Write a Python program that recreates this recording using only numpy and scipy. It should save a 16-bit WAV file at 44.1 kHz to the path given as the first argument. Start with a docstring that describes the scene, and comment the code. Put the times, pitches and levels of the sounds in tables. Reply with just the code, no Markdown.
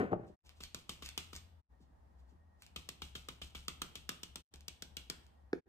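"""A palm pats three small plastic plant pots in turn, about seven times a second, to settle dry soil.
Each pat crackles on the thin wall, knocks on the air inside, thumps the filling and shakes loose crumbs.
First come hollow plastic knocks and a short scrape as something is set down; at the end the last pot
lands in a big plastic tub. The small room echoes and has a low hum.
A faint tone wavers near 1.9 kHz, and four times the sound drops out briefly."""
import sys
import numpy as np
from scipy import signal
from scipy.fft import rfft, irfft, next_fast_len
from scipy.io import wavfile
from scipy.ndimage import uniform_filter1d

SR = 44100
rng = np.random.default_rng(int(sys.argv[2]) if len(sys.argv) > 2 else 0)


def store_pcm(level_fs):
    """Save levels as 16-bit WAV."""
    pcm = np.round(np.clip(level_fs, -1, 1) * 32767).astype(np.int16)
    wavfile.write(sys.argv[1], SR, np.atleast_2d(pcm).T)


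N = 250558
TIME = np.arange(N) / SR


def gain(db):
    """Turn decibels into a number to multiply by."""
    return 10 ** (np.asarray(db) / 20)


def normalise(x):
    """Scale a sound so its average strength (rms) is 1."""
    return x / np.sqrt(np.mean(x ** 2))


def lookup(hz, points):
    """Read between (pitch_hz, value) points, with octaves evenly spaced."""
    pitches, values = np.transpose(points)
    return np.interp(np.log(hz + 1), np.log(pitches), values)


def colour(x, points):
    """Turn the lows and highs of a sound up or down along (pitch_hz, level_db) points."""
    size = x.shape[-1]
    padded = next_fast_len(size + size // 20, True)
    gains = gain(lookup(np.fft.rfftfreq(padded, 1 / SR), points))
    return irfft(rfft(x, padded) * gains, padded)[..., :size]


def add(track, start_s, sound):
    """Mix a sound into a track at a given time."""
    i = max(int(start_s * SR), 0)
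    track[..., i:i + sound.shape[-1]] += sound[..., :N - i]


def convolve(x, response):
    """Make a sound ring or echo the way `response` does after a click."""
    return signal.fftconvolve(np.atleast_2d(x), np.atleast_2d(response), axes=1)[:, :N]


def stereo(x, left_lead_s, left_louder_db):
    """Place a sound: it is earlier and louder on the left; negative values favour the right."""
    ahead = np.clip(np.arange(N) + round(left_lead_s * SR), 0, N - 1)
    return np.array([x[ahead] * gain(left_louder_db / 2), x * gain(-left_louder_db / 2)])


def grains(size, spread_db):
    """A stream of tiny clicks; more spread makes a few stand out more."""
    strength = np.minimum(rng.exponential(size=size), 5)
    return normalise(rng.standard_normal(size) * gain(spread_db * strength))


def wander(rate_hz):
    """A random drift of about 1 either way that picks a new target at the given rate."""
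    step = int(SR / rate_hz)
    targets = np.repeat(rng.standard_normal(N // step + 1), step)
    return normalise(uniform_filter1d(targets, step)[:N])


def ring(tones, pitch_factor=1, size=8192):
    """The fading tones an object gives after a click; a wider tone dies sooner."""
    t, sound = TIME[:size], np.zeros(size)
    for k, (hz, width_hz, db) in enumerate(tones):
        fade = gain(db) * width_hz * np.exp(-np.pi * width_hz * t)
        sound += (-1) ** k * fade * np.sin(2 * np.pi * hz * pitch_factor * t)
    return sound / np.linalg.norm(sound)


def burst(response, contact_s, spread_db, size=2048):
    """One touch is many tiny contacts, and each sets the plastic ringing."""
    age = TIME[:size] / max(contact_s, 1e-4)
    press = age ** 1.28 * np.exp(-1.15 * age)  # the contact grows, then settles
    sound = signal.fftconvolve(grains(size, spread_db) * press, response[:size])[:size]
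    return sound / np.linalg.norm(sound)


def blows(rows, tones, size=8192):
    """Short, smooth pushes on something that rings; a longer push sounds duller."""
    track, response = np.zeros(N), ring(tones)
    for start_s, db, push_s in rows:
        push = np.sin(np.pi * np.minimum(TIME[:size] / push_s, 1))
        knock = signal.fftconvolve(push, response)[:size]
        add(track, start_s, gain(db) * knock / np.abs(knock).max())
    return track


# Hollow plastic knocks: start_s, level_db, push_s
PLASTIC_KNOCKS = [(0.0005, -29.5, 0.002), (0.017, -49.5, 0.0033), (0.046, -37.5, 0.0044),
                  (0.1185, -24.5, 0.0012), (0.1235, -29, 0.0066), (0.1302, -18.5, 0.00027),
                  (0.1365, -27, 0.00057), (0.159, -36.5, 0.00028), (0.193, -37, 0.00087),
                  (0.297, -47, 0.0014)]
# Tones of the hollow plastic: pitch_hz, width_hz, level_db
PLASTIC_TONES = [(117, 26.5, -5), (198, 47, 0.5), (324, 65, -0.5), (388, 54, 3), (590, 41, 1.5),
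                 (647, 84, -1.5), (804, 207, 0), (902, 120, -3.5), (1120, 120, -10), (1500, 520, -26)]
# How the short scrape rises and falls: time_s, level_db
SCRAPE_LEVELS = [(0.0, -22.5), (0.106, -46), (0.12, -34.5), (0.134, -33), (0.168, -61), (0.25, -49),
                 (0.314, -91.5), (0.35, -72)]
def knocks_and_scrape():
    """Hollow plastic rings with a few knocks and a short scrape as something is set down."""
    scrape_db = np.interp(TIME, *np.transpose(SCRAPE_LEVELS))
    friction = grains(N, 2.7) * gain(scrape_db) * (TIME < SCRAPE_LEVELS[-1][0])
    rasp = colour(friction, [(20, -22.5), (60, -14.5), (120, -5.5), (300, 3.5), (900, -8),
                             (1500, -6.5), (2600, -23.5), (4000, -37.5), (12000, -51)])
    scrape = gain(-15.5) * convolve(friction, ring(PLASTIC_TONES))[0] + gain(5) * rasp
    return stereo(blows(PLASTIC_KNOCKS, PLASTIC_TONES) + scrape, -0.00027, 4.5)


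# Time the echo takes to fade by 60 dB: pitch_hz, fade_s
ECHO_FADES = [(100, 0.5), (400, 0.6), (1200, 0.5), (3000, 0.55), (7000, 0.33), (14000, 0.67)]
# Lows and highs of the echo: pitch_hz, level_db
ECHO_COLOUR = [(60, 8), (300, -0.5), (700, -3), (1300, -4), (2800, -2.5), (5000, -8), (9000, -4.5),
               (10500, -21.5), (13000, -9.5), (16000, -18.5)]
def room_echo(size=32768):
    """A small room's answer to a click: many reflections, each pitch range fading at its own speed."""
    t, hz = TIME[:size], np.fft.rfftfreq(size, 1 / SR)
    noise = rfft(rng.standard_normal((2, size)))
    alike = 1 / (1 + (hz / 330) ** 2)  # long waves reach left and right alike
    noise[1] = alike * noise[0] + np.sqrt(1 - alike ** 2) * noise[1]
    echo = 0
    for centre_hz, fade_s in ECHO_FADES:
        band = lookup(hz, [(f, float(f == centre_hz)) for f, _ in ECHO_FADES])
        echo = echo + irfft(noise * band) * np.exp(-np.log(1000) * t / fade_s)
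    early_boost = 1 + 1.4 * np.exp(-t / 0.025)
    onset = np.clip(t / 0.00087 - 0.5, 0, 1)
    return colour(echo / np.linalg.norm(echo[0]), ECHO_COLOUR) * early_boost * onset


# Lows and highs of the room's air noise: pitch_hz, level_db
AIR_COLOUR = [(20, -27.5), (45, -12.5), (68, -2), (90, -8), (120, -20), (200, -17.5), (400, -30),
              (850, -26), (1400, -37.5), (1800, -37.5), (2300, -46.5), (5000, -51.5), (15000, -60.5)]
def room_tone():
    """Dull air noise and a wavering low hum."""
    middle, side = (normalise(colour(rng.standard_normal(N), AIR_COLOUR)) for _ in range(2))
    side = colour(side, [(70, -8), (250, -4.5), (700, 3.5), (3000, 0)])
    air = np.array([middle + side, middle - side]) * gain(-67.5 + 1.1 * wander(8))
    hum_hz = 71.2 + 6 * wander(9)
    hum = np.sin(2 * np.pi * np.cumsum(hum_hz) / SR) * gain(-61.5 + 3 * wander(8.7))
    return air + stereo(hum, 0, 4.6)


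def faint_tone():
    """A faint tone near 1.9 kHz wavers in pitch and level."""
    pitch_hz = 1868 + 18 * wander(60)
    tone = np.sin(2 * np.pi * np.cumsum(pitch_hz) / SR) * gain(-94 + 6 * wander(25))
    return stereo(tone, 0, 4.6)


# Fingers shifting their grip: peak_s, level_db
FINGER_RUBS = [(0.28, -72.5), (0.463, -63), (0.505, -72), (0.575, -69.5), (0.64, -54), (0.79, -58),
               (0.918, -57), (1.058, -50), (1.36, -51), (1.82, -74.5), (2.199, -78.5), (2.3, -77),
               (2.63, -62.5), (5.24, -76.5)]
# Crumbs and fingertips ticking on the wall: start_s, level_db
WALL_TICKS = [(0.493, -44), (0.6311, -44), (0.636, -31.5), (0.6518, -41.5), (1.061, -32.5), (1.0886, -31.5),
              (1.352, -38), (1.3618, -31.5), (2.6217, -39), (2.6646, -44), (4.5586, -46), (4.6071, -46.5),
              (5.266, -54)]
# Lows and highs of loose soil, also used for rubs and ticks: pitch_hz, level_db
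SOIL_COLOUR = [(200, -29), (700, -9.5), (1800, -6), (3000, 2.5), (4500, 1.5), (8500, -5), (10500, -12),
               (13000, -8), (16000, -26)]
def fingers(rise_db_per_s=599.5, fall_db_per_s=451):
    """Skin creeps over the pot, and single crumbs and fingertips tick against it."""
    ticks, grip = np.zeros((2, N))
    for start_s, db in WALL_TICKS:
        add(ticks, start_s, gain(db + 12.5) * burst(np.ones(1), contact_s=0.00057, spread_db=12))
    for peak_s, db in FINGER_RUBS:
        swell_db = np.minimum(rise_db_per_s * (TIME - peak_s), fall_db_per_s * (peak_s - TIME))
        grip += gain(db + swell_db)
    rub = grains(N, 4.4) * grip * gain(wander(70))
    return stereo(gain(2) * colour(ticks + rub, SOIL_COLOUR), 0.00014, 0.5)


# Main tones of the thin pot wall: pitch_hz, width_hz, level_db
WALL_TONES = [(2320, 180, -2.5), (3325, 617, 6), (4130, 770, 1)]
# The wall's higher, short-lived tones: pitch_hz, width_hz, level_db
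SNAP_TONES = [(4720, 1404, 1.5), (6240, 860, 3.5), (8720, 1640, -2), (12830, 330, -3), (14200, 1500, -9.5)]
def wall_crackle(wall_db, snap_db, pitch_factor, touch_s, softness):
    """The thin wall snaps and rings; the grip stiffens it a little differently at every pat."""
    pitch_factor *= np.exp(0.04 * rng.standard_normal())
    snap = burst(ring(SNAP_TONES, pitch_factor), touch_s, spread_db=6)
    wall = burst(ring(WALL_TONES, pitch_factor), 1.65 * touch_s, spread_db=2.3)
    return gain(snap_db + 15) * np.sqrt(softness) * snap + gain(wall_db + 27) * wall


# Tones of the air and soil inside the pot: pitch_hz, width_hz, level_db
HOLLOW_TONES = [(1257, 170, 22), (1570, 900, -17)]
def hollow_knock(knock_db, pitch_factor, touch_s, softness):
    """A pat dents the wall and pumps the air inside; a firm pat does so more."""
    knock = burst(ring(HOLLOW_TONES, pitch_factor), 0.88 * touch_s, spread_db=1.9)
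    return gain(knock_db + 24) / np.sqrt(softness) * knock


def soil_slide(level_db, softness, size=8192):
    """Fine soil hisses as it slides back after a pat; a few coarse crumbs stand out."""
    t, crumbs_per_s = TIME[:size], 160
    slide = (1 - np.exp(-t / 0.0028)) * np.exp(-t / 0.045)
    crumbs = (rng.random(size) < crumbs_per_s / SR) * rng.standard_normal(size)
    return gain(level_db - 14.5) * softness * slide * (grains(size, 5.1) + gain(19) * crumbs)


# The three pots: from_s, wall_pitch_factor, hollow_pitch_factor, contact_s, rustle_db (added to wall_db)
PLANT_POTS = [(0, 0.89, 0.95, .0012, 11.5), (2.0, 0.93, 1.007, 0.0012, 6.5), (4.5, 0.93, 1.2, 0.001, 4.5)]
# The pats (a flat palm snaps, a cushioned one hardly does): start_s, wall_db, snap_db, knock_db
PALM_PATS = [(0.603, -57.5, -51, -53), (0.7454, -58, -31, -50), (0.8925, -46, -33.5, -48),
             (1.022, -51.5, -45, -49.5), (1.1765, -41.5, -26.5, -47), (1.3294, -57, -45.5, -50),
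             (2.7604, -45.5, -37, -50), (2.8887, -49.5, -33, -55), (3.018, -45.5, -42.5, -47.5),
             (3.1514, -46, -43, -47.5), (3.285, -48.5, -38.5, -47), (3.4152, -47, -47, -50.5),
             (3.5482, -47.5, -49, -49), (3.681, -42.5, -30.5, -45), (3.8171, -43.5, -29, -41.5),
             (3.9539, -47.5, -39.5, -55), (4.0913, -42.5, -26.5, -41.5), (4.2317, -50.5, -34.5, -57),
             (4.3566, -51, -35, -54), (4.5373, -61.5, -48.5, -59), (4.681, -49.5, -33.5, -65.5),
             (4.822, -52.5, -34.5, -54.5), (4.9676, -45, -36, -56.5), (5.0989, -46, -28, -45.5)]
def pot_face():
    """What one side of the pot gives off at each pat: a crackle, a knock and sliding soil."""
    shell, soil = np.zeros((2, N))
    for start_s, wall_db, snap_db, knock_db in PALM_PATS:
        pot_in_hand = [pot for from_s, *pot in PLANT_POTS if from_s <= start_s][-1]
        wall_pitch, hollow_pitch, contact_s, rustle_db = pot_in_hand
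        softness = gain(-0.35 * (snap_db + 31))
        touch_s = contact_s * softness  # a gentle pat touches for longer
        add(shell, start_s, wall_crackle(wall_db, snap_db, wall_pitch, touch_s, softness))
        add(shell, start_s, hollow_knock(knock_db, hollow_pitch, touch_s, softness))
        add(soil, start_s, soil_slide(wall_db + rustle_db, softness))
    return shell + colour(soil, SOIL_COLOUR)


def thump(start_hz, end_hz, fall_s, decay_s, size=4096):
    """The hand adds its weight to the pot as it lands, so the thump falls in pitch."""
    t = TIME[:size]
    hz = end_hz + (start_hz - end_hz) * np.exp(-t / fall_s)
    sound = np.sin(2 * np.pi * np.cumsum(hz) / SR) * t * np.exp(-t / decay_s)
    return sound / np.linalg.norm(sound)


# Soft bumps of the fingers taking hold of a pot: start_s, level_db
GRIP_BUMPS = [(1.742, -75.5), (1.802, -55), (1.897, -65), (2.322, -58), (2.624, -68.5)]
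def thuds(typical_knock_db=-50, typical_snap_db=-36):
    """The heavy, soil-filled pot answers each pat and each new grip with a dull thud."""
    track = np.zeros(N)
    for start_s, _, snap_db, knock_db in PALM_PATS:
        start_hz = 740 * np.exp(0.14 * rng.standard_normal())
        decay_s = 0.0046 * gain(-0.34 * (snap_db - typical_snap_db))  # shorter under a flat palm
        # the soil cushions the pat, so the thud grows more slowly than the knock
        level_db = -27.5 + 0.46 * (knock_db - typical_knock_db)
        add(track, start_s, gain(level_db) * thump(start_hz, 33, fall_s=0.0044, decay_s=decay_s))
    for start_s, db in GRIP_BUMPS:
        add(track, start_s, gain(db + 19.5) * thump(470, 70, fall_s=0.011, decay_s=0.0091))
    return stereo(track, -0.00012, 2.3)


# The room's lowest tone: pitch_hz, width_hz, level_db
BOOM_TONE = [(70.4, 4.7, 0)]
def room_boom(thudding):
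    """Each thud sets the room's lowest tone booming."""
    return gain(-20) * convolve(thudding, ring(BOOM_TONE))


# The pot landing on the tub floor: start_s, level_db, push_s
LANDING_BLOWS = [(5.5303, -24.5, 0.0005), (5.5324, -20.5, 0.0015)]
# Tones of the tub floor under the pot: pitch_hz, width_hz, level_db
FLOOR_TONES = [(334, 172, -4), (494, 160, -6.5), (847, 310, -16.5), (1440, 260, -15), (1705, 110, -4)]
def pot_landing(settle_s=0.039):
    """The pot's foot clicks on the tub floor, its weight makes the floor knock, and the soil settles."""
    click, soil = np.zeros((2, N))
    start_s, t = LANDING_BLOWS[0][0], TIME[:8192]
    foot = ring([(1670, 1400, -2), (3790, 2200, -7.4)])
    add(click, start_s, gain(-20) * burst(foot, contact_s=0.00075, spread_db=2.6))
    add(soil, start_s, gain(-65.5) * np.exp(-t / settle_s) * grains(len(t), 3.3))
    # the landing knock carries little deep bass
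    thin_bass = [(30, -25.5), (120, -9.5), (280, 0.5), (4000, 6), (9000, -0.5)]
    knock = colour(blows(LANDING_BLOWS, FLOOR_TONES), thin_bass)
    return stereo(gain(-3) * knock + click + colour(soil, SOIL_COLOUR), 0.00019, -1.5)


def scene():
    """The knocks, pats and landing, heard directly and as echoes in the room."""
    # each side of the pot crackles in its own way and faces a different part of the room
    faces = np.array([pot_face() for _ in range(4)])
    pat_echoes = sum(convolve(gain(-11) * face, room_echo()) for face in faces)
    pats = gain(-2.5) * stereo(faces[0], 0.00014, 3.2) + gain(-4) * faces[1:3]
    rubbing, thudding, knocks, landing = fingers(), thuds(), knocks_and_scrape(), pot_landing()
    direct = knocks + rubbing + pats + thudding + landing
    into_room = gain(-8.5) * knocks + gain(-1) * rubbing + gain(-2.5) * thudding + gain(-11.5) * landing
    other_echoes = convolve(into_room[1], room_echo())
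    return direct + pat_echoes + other_echoes + room_boom(thudding) + room_tone() + faint_tone()


# Moments when the sound drops out: start_s, end_s
GAPS = [(0.36, 0.432), (1.618, 1.688), (4.425, 4.508), (5.609, 5.655)]
def record(dry, fade_out_s=0.02, fade_in_s=0.035, top_hz=15500):
    """The sound drops out four times and fades back in; the very highest treble is cut."""
    volume = np.ones(N)
    for start_s, end_s in GAPS:
        fade = np.maximum((start_s - TIME) / fade_out_s, (TIME - end_s) / fade_in_s)
        volume *= np.clip(fade, 0.01, 1)
    treble_cut = signal.ellip(8, 0.2, 70, top_hz, fs=SR, output="sos")
    return signal.sosfilt(treble_cut, dry * volume)


dry = scene()
out = record(dry)
store_pcm(out)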